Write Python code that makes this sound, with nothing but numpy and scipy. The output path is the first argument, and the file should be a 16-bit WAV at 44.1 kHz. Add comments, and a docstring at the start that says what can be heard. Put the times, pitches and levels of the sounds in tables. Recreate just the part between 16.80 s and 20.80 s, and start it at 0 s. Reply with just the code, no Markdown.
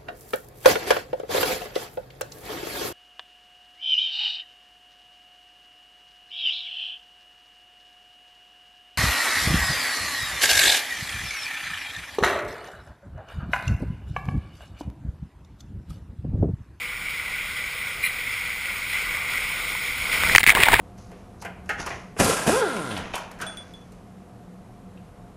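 """Spray hisses on a sealed case around a microphone as a rider slides down an enclosed water tube.
The hiss is puffed noise through the case's resonances, struck once by a jet that rings the walls.
In the exit pool foam noise washes over the wet case in bursts, with ringing slaps and gurgling bubbles.
Behind lie the roar and rumble of the tube, as coloured noise. Dips near 6 and 12 kHz thin the treble
and the microphone input clips."""
import sys
import numpy as np
from scipy import signal
from scipy.io import wavfile
from scipy.ndimage import uniform_filter1d

SR = 44100
rng = np.random.default_rng(int(sys.argv[2]) if len(sys.argv) > 2 else 0)


def store_wav(level_fs):
    """Save 16-bit WAV to argv[1]."""
    pcm = np.round(np.clip(np.atleast_2d(level_fs), -1, 1) * 32767)
    wavfile.write(sys.argv[1], SR, pcm.T.astype(np.int16))


N = 176400
T = np.arange(N) / SR


def gain_of(db):
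    """Amplitude ratio of a level in dB."""
    return 10 ** (np.asarray(db) / 20)


def evened(x):
    """Scale to unit RMS."""
    return x / np.sqrt(np.mean(x ** 2) + 1e-20)


def curve(rows, axis):
    """Gain over time from one dB column, near silent (-99 dB) outside the table."""
    rows = np.array(rows)
    return gain_of(np.interp(T, rows[:, 0], rows[:, axis], left=-99, right=-99))


def colour(x, points):
    """Minimum-phase filter of unit energy with the given spectrum, 18 dB/octave steeper outside it."""
    f_hz, level_db = np.transpose(points)
    grid_hz = np.abs(np.fft.fftfreq(8192, 1 / SR)) + 1  # +1 avoids log(0)
    outside = np.maximum(np.maximum(f_hz[0] / grid_hz, grid_hz / f_hz[-1]), 1)
    grid_db = np.interp(np.log(grid_hz), np.log(f_hz), level_db) - 18 * np.log2(outside)
    log_gain = np.log(gain_of(np.maximum(grid_db, -90)))
    min_phase = np.exp(np.conj(signal.hilbert(log_gain)))
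    taps = np.fft.ifft(min_phase).real[:4096]
    return signal.oaconvolve(x, taps / np.linalg.norm(taps))[:len(x)]


def resonate(x, hz, width_hz):
    """One-pole resonance of gain 1: shift to 0 Hz, smooth, shift back."""
    turn = np.exp(2j * np.pi * hz * np.arange(len(x)) / SR)
    r = np.exp(-np.pi * width_hz / SR)
    return 2 * (turn * signal.lfilter([1 - r], [1, -r], x / turn)).real


def resonances(noise, modes):
    """Sum of double resonances, each at its own level."""
    return sum(gain_of(db) * evened(resonate(resonate(noise, hz, width_hz), hz, width_hz))
               for hz, width_hz, db in modes)


def fizz(per_s, spread_db, length_s, share):
    """Noise whose power is part steady, part decaying puffs of uneven size where drops land."""
    when, size = rng.random(N), rng.exponential(1, N)
    hits = gain_of(spread_db * np.minimum(size, 4)) * np.clip(per_s - when * SR, 0, 1)
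    puffs = signal.lfilter([1], [1, -np.exp(-1 / (length_s * SR))], hits)
    power = 1 - share + share * evened(puffs) ** 2
    return evened(np.sqrt(power) * rng.standard_normal(N))


SWELL_RMS_DB, PATCH_RMS_DB = 0.35, 0.97


def patchy(x):
    """Gain drifting randomly over time and frequency, plus a swell shared by all frequencies."""
    z = signal.stft(x, nperseg=512, noverlap=384)[2]
    patches = uniform_filter1d(rng.standard_normal(z.shape), 8, axis=0)
    patches = uniform_filter1d(patches, 20, axis=1)
    swell = uniform_filter1d(uniform_filter1d(rng.standard_normal(z.shape[1]), 14), 14)
    z = z * gain_of(PATCH_RMS_DB * evened(patches) + SWELL_RMS_DB * evened(swell))
    return evened(signal.istft(z, nperseg=512, noverlap=384)[1][:N])


# Spray hiss in the tube: t/s, level/dB
HISS_LEVEL = [(0, -31), (.95, -30), (1.2, -31.5), (1.3, -31), (1.55, -29), (1.8, -31), (1.88, -28.5),
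              (2.08, -30.5), (2.11, -25.5), (2.4, -28), (2.47, -29), (2.53, -27), (2.65, -28),
              (3.05, -28.5), (3.15, -30), (3.31, -25), (3.33, -20), (3.39, -23), (3.52, -20), (3.551, -26)]
# Closed case in air, spectrum: f/Hz, density/(dB per Hz)
CASE_DRY = [(710, -40), (1200, -14.5), (1320, -19), (1440, -8.5), (1750, -17.5), (2010, -1), (2240, 0),
            (2390, -3), (2630, -11.5), (2990, -14.5), (3260, -13), (4400, -22.5), (5340, -20), (6010, -29),
            (6620, -22), (7610, -26.5), (9430, -19.5), (10400, -22), (11900, -46), (13600, -25.5),
            (14200, -19), (15100, -21.5), (15600, -54)]
# Along the tube: t/s, roar level/dB, rumble level/dB, hiss brightness above 3 kHz/dB
TUBE = [(0, -46.5, -47.5, -1.5), (1.0, -45.5, -47, 0.3), (2.0, -45.5, -48.5, 0.6), (2.3, -41.5, -43.5, -1),
        (2.9, -42, -46, 2.5), (3.18, -42.5, -43, 2), (3.33, -35, -42.5, 1), (3.5, -32, -34, 1),
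        (3.551, -30, -29, 5.5)]
DROPS_PER_S, DROP_SPREAD_DB, DROP_S, DROP_SHARE = 750, -2.5, 0.0021, 0.2


def spray_hiss():
    """Drops on the case as puffed noise, filtered by the dry case; brightness follows the tube."""
    hiss = patchy(colour(fizz(DROPS_PER_S, DROP_SPREAD_DB, DROP_S, DROP_SHARE), CASE_DRY))
    treble = signal.oaconvolve(hiss, signal.firwin(255, 3000, pass_zero=False, fs=SR), "same")
    return curve(HISS_LEVEL, axis=1) * (hiss + (curve(TUBE, axis=3) - 1) * treble)


# Case wall modes: f/Hz, width/Hz, level/dB
WALLS = [(1977, 43, -1), (2080, 89, -1.5), (2380, 130, -3.5), (2740, 200, -13.5), (3970, 380, -16),
         (7950, 520, -21), (9730, 420, -10.5), (14200, 500, -13)]
JET_S, JET_RISE_S, JET_HOLD_S, JET_FALL_S = 1.214, 0.026, 0.025, 0.015
JET_DB, JET_SPRAY_DB = -20.5, -14  # spray relative to the walls
JET_TAIL_DB, JET_TAIL_S = -11, 0.08


def jet():
    """A spray jet rakes the case once: noise excites the wall modes, then trails off."""
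    t = T - JET_S
    after = np.maximum(t - JET_RISE_S - JET_HOLD_S, 0)
    fall = np.exp(-after / JET_FALL_S) + gain_of(JET_TAIL_DB) * np.exp(-after / JET_TAIL_S)
    shape = np.clip(t / JET_RISE_S, 0, 1) ** 2 * fall
    noise = rng.standard_normal(N)
    walls = evened(resonances(noise, WALLS))
    spray = gain_of(JET_SPRAY_DB) * evened(colour(noise, CASE_DRY))
    return gain_of(JET_DB) * (walls + spray) * shape


FROTH_PER_S, FROTH_LOW_HZ, FROTH_HIGH_HZ, FROTH_CYCLES = 400, 390, 3500, 4.5


def froth():
    """Small bubbles at random times: short blips of random pitch and size, rising slightly."""
    out = np.zeros(N)
    when, pitch, size = rng.random((3, N))
    hits = gain_of(12 * size) * np.clip(FROTH_PER_S - when * SR, 0, 1)
    pitch_class = (pitch * 24).astype(int)
    for k, hz in enumerate(np.geomspace(FROTH_LOW_HZ, FROTH_HIGH_HZ, 24)):
        cycles = np.arange(1500) / SR * hz
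        envelope = cycles * np.exp(-3 * cycles / FROTH_CYCLES)
        blip = np.sin(2 * np.pi * cycles * (1 + 0.012 * cycles)) * envelope
        out += signal.oaconvolve(hits * (pitch_class == k), blip)[:N]
    return evened(out)


# Water over the case: t/s, level/dB, rumble level/dB, fullness below 1300 Hz/dB, brightness above 4 kHz/dB
PLUNGE = [(3.551, -7, -27, 6.5, -2.5), (3.565, -35.5, -27.5, -16, 10), (3.586, -36, -59, 1, 11),
          (3.61, -27, -37, -4, 2), (3.625, -37, -41, -10, 2), (3.652, -36, -50, -6, 4),
          (3.663, -33, -42, -8, -4), (3.67, -14.5, -28.5, -18, 4), (3.71, -16.5, -36, -9, -1),
          (3.74, -28, -43, 3, -4.5), (3.755, -16.5, -35, -0.5, -1), (3.79, -16.5, -29.5, 0.5, -2),
          (3.835, -16, -31, -2.5, 0), (3.85, -23, -47, -5, -1), (3.885, -18, -36, 3.5, -2),
          (3.91, -21, -32, 0.5, 2), (3.94, -13.5, -26, 1.5, -4), (3.982, -24, -36, -4, -1),
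          (4.0, -12.5, -42, 4, -0.5)]
# Case with water on it, spectrum: f/Hz, density/(dB per Hz)
CASE_WET = [(150, -17), (333, -8.5), (608, -10), (846, -1.5), (1500, -3), (2110, 6), (2700, -2.5),
            (3640, -7), (4960, -15), (6030, -18.5), (9610, -9), (11700, -21), (14200, -11.5),
            (15600, -17.5)]
FOAM_PER_S, FOAM_SPREAD_DB, FOAM_S, FOAM_SHARE = 250, 2.5, 0.003, 0.58
FROTH_DB = -10.5  # relative to the foam


def plunge():
    """Foam noise and froth on the wet case; level, fullness and brightness vary by burst."""
    foam = patchy(colour(fizz(FOAM_PER_S, FOAM_SPREAD_DB, FOAM_S, FOAM_SHARE), CASE_WET))
    foam = evened(foam + gain_of(FROTH_DB) * froth())
    low = signal.oaconvolve(foam, signal.firwin(255, 1300, fs=SR), "same")
    high = foam - signal.oaconvolve(foam, signal.firwin(255, 4000, fs=SR), "same")
    shaped = foam + (curve(PLUNGE, axis=3) - 1) * low + (curve(PLUNGE, axis=4) - 1) * high
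    return curve(PLUNGE, axis=1) * shaped


# Water slaps: t/s, ring level/dB, spray level/dB, thud level/dB, ring f/Hz, length/s
SLAPS = [(3.436, -9.5, -19, -35, 1480, 0.00098), (3.4965, -10, -20, -30, 1790, 0.0015),
         (3.5493, 0, -9, -5.5, 1940, 0.0025), (3.5589, -3.5, -2, -9, 2360, 0.0035),
         (3.581, 3.5, -9.5, -42, 2040, 0.0032), (3.602, -18, -20, -32, 2230, 0.0086),
         (3.631, -8.5, -18, -24, 2080, 0.0027), (3.637, -28, -13, -25.5, 1720, 0.0057),
         (3.6647, -0.5, -7.5, -24, 2220, 0.0013), (3.6755, -6, -14, -21, 2320, 0.0027),
         (3.683, -12, -22, -29, 2070, 0.0081), (3.6937, -1.5, -21, -35, 2130, 0.0025),
         (3.7032, -0.5, -14, -28, 2170, 0.0016), (3.7497, -6, -13, -20, 1710, 0.003),
         (3.8332, -3, -7.5, -27, 2497, 0.0042), (3.884, -9, -13.5, -26, 1500, 0.0045),
         (3.932, -10, -13, -30, 1970, 0.0031), (3.9398, -2.5, -11.5, -17, 1740, 0.004)]
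SLAP_RISE_SHARE, SLAP_RING_WIDTH_HZ, SLAP_ROUGH, THUD_HZ = 0.44, 400, 0.32, 450  # rise / length
SLAP_TAIL_DB, SLAP_TAIL_S = -21, 0.0051


def slaps():
    """Water hits the case: spray puff, short roughened ring and low thud, with a soft tail."""
    out, t = np.zeros(N + 2000), np.arange(2000) / SR
    tail = gain_of(SLAP_TAIL_DB) * np.exp(-t / SLAP_TAIL_S)
    for s, ring_db, spray_db, thud_db, hz, length_s in SLAPS:
        noise = rng.standard_normal(2000)
        rise = np.sin(np.pi / 2 * np.minimum(t / (SLAP_RISE_SHARE * length_s), 1)) ** 2
        shape = rise * (np.exp(-(t / length_s) ** 3) + tail)
        ring = np.sin(2 * np.pi * hz * t) + SLAP_ROUGH * evened(resonate(noise, hz, SLAP_RING_WIDTH_HZ))
        spray = evened(colour(noise, CASE_WET))
        thud = evened(signal.lfilter(*signal.butter(2, THUD_HZ, fs=SR), noise))
        slap = gain_of(ring_db) * ring + gain_of(spray_db) * spray + gain_of(thud_db) * thud
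        out[round(s * SR):][:2000] += shape * slap
    return out[:N]


# Trapped bubbles: t/s, level before envelope/dB, starting f/Hz, length/s
BUBBLES = [(2.952, -25.5, 950, 0.005), (3.692, -7, 1150, 0.0034), (3.771, -7, 990, 0.0034),
           (3.867, -13, 845, 0.0063), (3.884, -5.5, 800, .004), (3.933, -5.5, 830, 0.004),
           (3.992, -8.5, 820, 0.0043)]
BUBBLE_RISE_S, BUBBLE_GLIDE = 0.0016, 0.047


def bubbles():
    """Trapped bubbles gurgle against the case: short dying tones that rise slightly."""
    out, t = np.zeros(N + 2000), np.arange(2000) / SR
    for s, level_db, hz, length_s in BUBBLES:
        tone = np.sin(2 * np.pi * hz * t * (1 + BUBBLE_GLIDE * t / length_s))
        envelope = np.minimum(t / BUBBLE_RISE_S, 1) * np.exp(-(t / length_s) ** 2)
        out[round(s * SR):][:2000] += gain_of(level_db) * tone * envelope
    return out[:N]


# Roar spectrum: f/Hz, density/(dB per Hz)
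ROAR = [(88, -30.5), (150, -7), (338, -10), (535, -10.5), (845, -8), (928, -6.5), (1400, -2.5), (1820, -28)]
# Air resonances in the roar: f/Hz, width/Hz, level/dB
HUM = [(493, 26, -13), (826, 48, -33.5)]
SPATTER_DB = -7  # relative to roar with hum


def tube_roar():
    """Coloured noise with air resonances and a spatter of bubbles and knocks of water."""
    roar = patchy(colour(rng.standard_normal(N), ROAR))
    roar = evened(roar + resonances(rng.standard_normal(N), HUM))
    roar = evened(roar + gain_of(SPATTER_DB) * evened(colour(froth(), ROAR)))
    return curve(TUBE, axis=1) * roar


# Rumble spectrum: f/Hz, density/(dB per Hz)
RUMBLE = [(30, 0.5), (43, 0), (200, -12)]


def rumble():
    """Low coloured noise, levelled along the tube and on through the plunge."""
    level = curve(TUBE, axis=2) + curve(PLUNGE, axis=2)
    return level * evened(colour(rng.standard_normal(N), RUMBLE))


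def scene():
    """One microphone feeds both channels."""
    mono = spray_hiss() + jet() + plunge() + slaps() + bubbles() + tube_roar() + rumble()
    return np.tile(mono, (2, 1))


# Treble notches: f/Hz, width/Hz, depth/(0-1)
TREBLE_NOTCHES = [(6000, 830, 0.78), (12070, 2270, 0.7)]
EDGE_HZ = 15820


def record(dry):
    """Dips near 6 and 12 kHz thin the treble, the input clips at 0.95, a steep low-pass limits the band."""
    for hz, width_hz, depth in TREBLE_NOTCHES:
        notched = signal.lfilter(*signal.iirnotch(hz, hz / width_hz, fs=SR), dry)
        dry = dry + depth * (notched - dry)
    clipped = np.clip(dry, -.95, .95)
    taps = signal.firwin(2047, EDGE_HZ, window=("kaiser", 9), fs=SR)
    return np.clip(signal.oaconvolve(clipped, taps[None], "same"), -1, 1)


dry = scene()
out = record(dry)
store_wav(out)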